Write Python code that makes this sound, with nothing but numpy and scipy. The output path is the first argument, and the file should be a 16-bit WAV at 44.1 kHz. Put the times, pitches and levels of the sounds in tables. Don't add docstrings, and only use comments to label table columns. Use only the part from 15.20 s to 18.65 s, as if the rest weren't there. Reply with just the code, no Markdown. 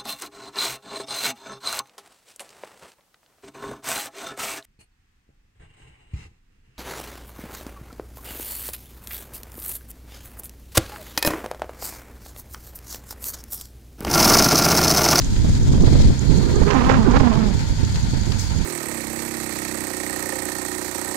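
import sys
import numpy as np
from scipy import signal
from scipy.fft import rfft, irfft
from scipy.io import wavfile
from scipy.ndimage import uniform_filter1d, map_coordinates

SR = 44100
rng = np.random.default_rng(int(sys.argv[2]) if len(sys.argv) > 2 else 0)


def generate_wav(signal):
    frames = np.transpose(np.atleast_2d(signal))
    scaled = np.clip(frames, -1, 1) * 32767
    pcm = np.round(scaled).astype(np.int16)
    wavfile.write(sys.argv[1], SR, pcm)


N = 152145

# start_s, level_db
CRANK_TURNS = [(0.045, -28), (.238, -36), (.431, -32), (0.622, -28), (0.808, -30), (0.993, -27.5),
               (1.174, -27), (1.357, -24), (1.540, -31), (1.723, -33), (1.910, -35), (2.097, -38),
               (2.282, -36), (2.466, -41), (2.649, -27), (2.829, -31), (3.011, -31), (3.195, -23),
               (3.376, -27)]
# time_s, mean pitch_hz, level_db (before the hoot trim)
PORT_HOOTS = [
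    [(1.31, 384.1, -42), (1.37, 395.8, -14), (1.43, 360.5, -50), (1.47, 409.2, -14), (1.53, 397.4, -19.5),
     (1.555, 270, -10.5), (1.61, 238, -16.5), (1.67, 263.8, -14.5), (1.76, 268.1, -18), (1.80, 225, -7.5),
     (1.845, 210, -16.5)],
    [(1.845, 385.3, -14.5), (1.872, 405.7, -11.5), (1.885, 240, -6), (1.92, 236.1, -16),
     (1.97, 282.2, -18.5), (2.04, 256.3, -13.5), (2.07, 241.2, -12.5), (2.13, 212, -19.5),
     (2.2, 224.1, -15.5), (2.32, 190.2, -21)],
]


def undb(db):
    return 10 ** (np.asarray(db) / 20)


def clock():
    return np.arange(N) / SR


def curve(table, axis=1):
    rows = np.array(table, float)
    return np.interp(clock(), rows[:, 0], rows[:, axis])


def noise(spectrum):
    rows = np.array(spectrum, float)
    log_hz = np.log(np.maximum(np.fft.rfftfreq(N, 1 / SR), 1))
    gain = undb([np.interp(log_hz, np.log(rows[:, 0]), db) for db in rows.T[1:]])
    white = rng.standard_normal((len(gain), N))
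    coloured = irfft(rfft(white) * gain, N)
    return coloured / np.sqrt(np.mean(coloured ** 2))


def walk(rate_hz):
    hold = max(int(SR / rate_hz), 2)
    steps = rng.standard_normal(N)[np.arange(N) // hold]
    slewed = uniform_filter1d(steps, hold)
    return slewed / slewed.std()


def envelope(start, attack, hold, release):
    age = clock() - start
    rise = np.clip(age / attack, 0, 1)
    return rise * np.exp(-np.maximum(age - attack - hold, 0) / release)


def fade_in_out(rows, fade_s):
    start, end = rows[0][0], rows[-1][0]
    return envelope(start, fade_s, end - start - fade_s, fade_s)


def exhaust():
    # freq_hz, left_db_per_hz, right_db_per_hz (relative)
    chimney_colour = [(150, 1, 10.5), (400, 1.5, 2.5), (740, -2, -1), (906, 13, 4.5), (1176, -9.5, -14),
                      (1380, 3, 0), (2210, -.5, -3), (2700, -5, -12), (4270, -4.5, -22), (6050, -33, -45),
                      (16000, -62, -65)]
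    # time_s, exhaust gain_db
    exhaust_swell = [(0, -2), (.6, -1), (1.3, 3), (2.2, 4), (2.6, 1), (3.45, 2.5)]
    fore_lag_s, return_lag_s = 0.012, 0.1044
    fore_db, return_db, draught_db = -38.5, -37, -45.5
    attack_s, hold_s, release_s = 0.016, 0.013, 0.053
    scatter_db = 0.5

    power = np.full(N, undb(draught_db) ** 2)
    luck = rng.standard_normal((len(CRANK_TURNS), 2))
    for (start, _), chances in zip(CRANK_TURNS, luck):
        for lag, db, chance in zip((fore_lag_s, return_lag_s), (fore_db, return_db), chances):
            puff = envelope(start + lag, attack_s, hold_s, release_s)
            power += (puff * undb(db + scatter_db * chance)) ** 2
    return noise(chimney_colour) * np.sqrt(power) * undb(curve(exhaust_swell))


def steam():
    # time_s, left_db, right_db; the right side dips while the gust blows
    leak_level = [(0, -37.5, -37), (.8, -34.5, -37.5), (.95, -37, -39), (1.2, -38.5, -36.5),
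                  (1.9, -36.5, -42.5), (2.25, -36, -42), (2.35, -37.5, -38.5), (3.45, -39.5, -36.5)]
    # start_s, hold_s (after the attack), level_db, release_s, top_hiss_level_db
    spurts = [(0.652, 0.21, -36, 0.015, -47.5), (3.177, 0.022, -36.5, 0.038, -31.5)]
    # freq_hz, left_db_per_hz, right_db_per_hz (relative)
    leak_colour = [(500, -3, -9), (1710, -4.5, -8.5), (3030, -10.5, -9.5), (3140, -1, -4.5), (3800, -2, -7),
                   (5060, -0.5, -4.5), (5870, -7, -4.5), (6700, -5.5, 3), (8140, -14, -7.5),
                   (10130, -27, -13.5), (11760, -63, -16.5), (15800, -50, -27.5)]
    spurt_colour = [(600, -23, -44), (2020, 2.5, -5), (2800, -6, -40), (4200, 4, -24), (7100, -9, -5),
                    (11000, -24, -35), (16000, -73, -34)]
    top_hiss_colour = [(2500, -29, -28), (4900, 4.5, -5), (7000, -2.5, 2.5), (10000, -15, -10),
                       (16000, -46, -14)]
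    attack_s, sputter_db, sputter_hz = 0.014, 1.42, 110

    leak_db = np.array([curve(leak_level, axis=1), curve(leak_level, axis=2)])
    hiss = noise(leak_colour) * undb(leak_db)
    body, top = noise(spurt_colour), noise(top_hiss_colour)
    for start, hold, body_db, release, top_db in spurts:
        jet = undb(body_db) * body + undb(top_db) * top
        hiss += envelope(start, attack_s, hold, release) * jet
    return hiss * undb(sputter_db * walk(sputter_hz))


def strikes(rows, decay_s):
    attack_s = 0.0004
    power = sum((undb(db) * envelope(start, attack_s, 0, decay_s)) ** 2 for start, db in rows)
    return np.sqrt(power)


def motion_work():
    # start_s, level_db (before the knock trim)
    knock_times = [(.018, -23), (.162, -25), (.351, -23.5), (.545, -30), (.735, -33), (1.285, -37),
                   (1.466, -28), (1.649, -26), (1.836, -36), (2.392, -24.5), (2.757, -19.5), (2.936, -33),
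                   (3.119, -18.5), (3.304, -35)]
    # freq_hz, left_db_per_hz, right_db_per_hz (relative)
    valve_colour = [(4400, -28, -36), (5950, -14, 14), (7020, 0, 18.5), (8400, -24, -11), (16000, -70, -75)]
    frame_colour = [(400, -36, -38), (940, 11, -20), (1310, 4, 5), (2700, 6, 6), (4530, 13.5, -0.5),
                    (6900, -7, 9), (8900, -20, -6), (16000, -53, -20)]
    tick_decay_s, knock_decay_s, knock_trim_db = 0.003, 0.0059, -5.5
    rattle_per_s, rattle_db, rattle_scatter_db, rattle_decay_s = 55, -45, 3.5, 0.006

    ticks = noise(valve_colour) * strikes(CRANK_TURNS, tick_decay_s)
    knocks = strikes(knock_times, knock_decay_s) * undb(knock_trim_db)
    hits = rng.random(N) < rattle_per_s / SR
    teeth = hits * undb(rattle_db + rattle_scatter_db * rng.standard_normal(N))
    rattle = signal.lfilter([1], [1, -np.exp(-1 / (rattle_decay_s * SR))], teeth)
    return ticks + noise(frame_colour) * np.hypot(knocks, rattle)


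def buffet(strength):
    # freq_hz, level_db_per_hz (relative)
    rumble_colour = [(8, -25), (20, -0.5), (45, 0), (80, -2.5), (125, -5), (180, -10.5), (300, -20),
                     (600, -81)]
    flutter_colour = [(60, -27), (120, -2.5), (170, 2), (250, -3), (400, -9), (600, -22), (1000, -29),
                      (2000, -64), (5000, -106)]
    eddy_hz, rumble_eddy_db, flutter_eddy_db = 40.27, 1.64, 2.5
    rumble_trim_db, flutter_trim_db = 0.5, -1

    eddies = walk(eddy_hz)
    rumble_db = curve(strength, axis=1) + rumble_trim_db + rumble_eddy_db * eddies
    flutter_db = curve(strength, axis=2) + flutter_trim_db + flutter_eddy_db * eddies
    rumble = noise(rumble_colour)[0] * undb(rumble_db)
    flutter = noise(flutter_colour)[0] * undb(flutter_db)
    return rumble + flutter


def slaps(rows):
    # freq_hz, level_db_per_hz (relative)
    thump_colour = [(50, 6.5), (110, 7.5), (200, 3.5), (330, -5), (500, -14), (800, -28), (1300, -38.5),
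                    (2500, -37), (6000, -70)]
    tear_colour = [(200, -4.5), (450, -3.5), (750, -9), (1400, -20.5), (5000, -64)]
    attack_s, hold_s, decay_s = 0.0013, 0.0041, 0.016
    trim_db, tear_db, tear_growth = 3.5, -9, 1.5

    level = sum(undb(db + trim_db) * envelope(start, attack_s, hold_s, decay_s) for start, db in rows)
    thump = noise(thump_colour)[0] * level
    tear = noise(tear_colour)[0] * undb(tear_db) * level ** tear_growth
    return thump + tear


def whistle(rows, width_hz):
    lowpass = signal.butter(2, width_hz / 2, fs=SR, output="sos")
    wobble = signal.sosfilt(lowpass, rng.standard_normal((2, N)))
    phase = 2 * np.pi * np.cumsum(curve(rows)) / SR
    band = (wobble[0] * np.cos(phase) + wobble[1] * np.sin(phase)) / wobble.std()
    return band * fade_in_out(rows, fade_s=0.03) * undb(curve(rows, axis=2))


def gust():
    # time_s, level_db (before the rush trim)
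    rush_level = [(1.2, -24), (1.39, -45), (1.425, -19), (1.45, -40), (1.475, -17.5), (1.495, -20),
                  (1.51, -18), (1.545, -16), (1.575, -15.5), (1.63, -19), (1.675, -19), (1.70, -14),
                  (1.76, -19), (1.84, -26.5), (1.93, -20), (1.97, -13.5), (1.99, -31.5), (2.005, -20.5),
                  (2.1, -22.5), (2.24, -27), (2.34, -47)]
    # freq_hz, level_db_per_hz (relative)
    rush_colour = [(200, -3.5), (420, 4), (620, -4.5), (950, 2.5), (1250, -3.5), (1800, -9.5),
                   (2400, -15.5), (3500, -24), (8000, -76)]
    edge_colour = [(700, 4.5), (1600, 3), (2600, -2), (3600, -9.5), (5000, -11), (7000, -16), (10000, -65)]
    # start_s, hold_s (after the attack), level_db
    harsh_surges = [(1.503, .006, -14.5), (1.692, .016, -18.5), (1.962, .008, -18.5), (2.0, .004, -19.5)]
    rush_trim_db, full_db, edge_offset_db, edge_growth = -1, -5, -6, 1.38
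    register_break_hz, register_ratio = 330, 1.6
    echo_gain, rasp_depth = 0.45, 0.7
    eddy_hz, eddy_db = 220, 2.7
    surge_attack_s, surge_decay_s = 0.0015, 0.006

    rush_db = curve(rush_level)
    edge_db = full_db + edge_offset_db + edge_growth * (rush_db - full_db)
    eddies = fade_in_out(rush_level, fade_s=0.054) * undb(eddy_db * walk(eddy_hz))

    low_register = []
    for rows in PORT_HOOTS:
        for time, hz, _ in rows:
            low_register.append((time, hz / register_ratio if hz > register_break_hz else hz))
    period = SR / curve(sorted(low_register))

    air = noise(rush_colour)[0]
    rasp = sum(echo_gain ** k * map_coordinates(air, [np.arange(N) - k * period], order=1, mode="wrap")
               for k in range(3))
    rush = rasp / rasp.std() * undb(rush_db + rush_trim_db) * eddies

    pulsing = 1 + rasp_depth * np.cos(2 * np.pi * np.cumsum(1 / period))
    edge = noise(edge_colour)[0] * pulsing / np.sqrt(np.mean(pulsing ** 2))
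    surges = sum(undb(db) * envelope(start, surge_attack_s, hold, surge_decay_s)
                 for start, hold, db in harsh_surges)
    return rush + edge * np.hypot(undb(edge_db) * eddies, surges)


def hoot(rows):
    # multiple of the pitch, level_db (relative)
    partials = [(1, 2), (2, -17), (3, -15), (4, -16.5), (5, -32)]
    jitter, jitter_hz = 0.034, 160
    flicker_db, flicker_hz = 2.2, 90
    trim_db = -3.5

    pitch_hz = curve(rows) * (1 + jitter * walk(jitter_hz))
    phase = 2 * np.pi * np.cumsum(pitch_hz) / SR
    tone = sum(undb(db + flicker_db * walk(flicker_hz)) * np.sin(round(multiple) * phase)
               for multiple, db in partials)
    level = fade_in_out(rows, fade_s=0.015) * undb(curve(rows, axis=2) + trim_db)
    return np.sqrt(2) * tone * level


def scene():
    # time_s, rumble_db, flutter_db (before the trims)
    wind_left = [(0, -19, -35), (0.18, -24, -35), (0.3, -14, -22.5), (0.42, -15, -32), (0.66, -15, -22.5),
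                 (0.9, -12.5, -35), (0.97, -31, -42), (1.3, -22.5, -37), (1.55, -27.5, -35),
                 (1.74, -12.5, -32), (1.85, -23, -37), (1.98, -17, -27), (2.12, -27, -33.5),
                 (2.7, -22.5, -43), (3.45, -34, -39)]
    wind_right = [(0, -20.5, -29), (.3, -12.5, -29), (.45, -13.5, -21.5), (.56, -11, -19),
                  (.72, -13.5, -17.5), (.88, -10, -18), (.98, -19, -28), (1.1, -14, -14.5),
                  (1.45, -15.5, -20.5), (1.6, -19, -19), (1.98, -15, -29), (2.15, -17, -16.5),
                  (2.5, -17.5, -28.5), (2.62, -16, -28), (3.1, -19.5, -30), (3.45, -20, -30.5)]
    # start_s, level_db (before the trim)
    slaps_left = [(.285, -17.5), (.635, -17), (.9, -14), (1.713, -23), (2.75, -25)]
    slaps_right = [(0.244, -13.5), (0.533, -13), (.575, -15.5), (0.635, -11), (0.673, -10), (0.729, -14),
                   (0.752, -12), (0.8, -15), (1.415, -8), (1.858, -14.5), (1.94, -10), (2.003, -7.5),
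                   (2.63, -17.5), (2.932, -18), (3.068, -18.5), (3.097, -21)]
    # time_s, centre_hz, level_db
    leak_whistle = [(.6, 4510, -44), (1.0, 4410, -43), (1.13, 4306, -36), (1.95, 4370, -49.5),
                    (2.8, 4475, -39.5), (3.45, 4610, -40.5)]
    # time_s, centre_hz, level_db
    port_whistles = [
        [(1.03, 260.7, -27), (1.22, 360, -25.5), (1.40, 396.4, -21)],
        [(1.48, 1057, -22), (1.60, 854, -39)],
    ]

    left = buffet(wind_left) + slaps(slaps_left) + whistle(leak_whistle, width_hz=520)
    hoots = sum(hoot(rows) for rows in PORT_HOOTS)
    whistles = sum(whistle(rows, width_hz=130) for rows in port_whistles)
    right = buffet(wind_right) + slaps(slaps_right) + gust() + hoots + whistles
    return exhaust() + steam() + motion_work() + np.array([left, right])


def record(dry):
    top_hz = 15700
    rounded = dry / (1 + dry ** 6) ** (1 / 6)
    return signal.sosfilt(signal.ellip(10, 0.1, 80, top_hz, fs=SR, output="sos"), rounded)


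dry = scene()
out = record(dry)
generate_wav(out)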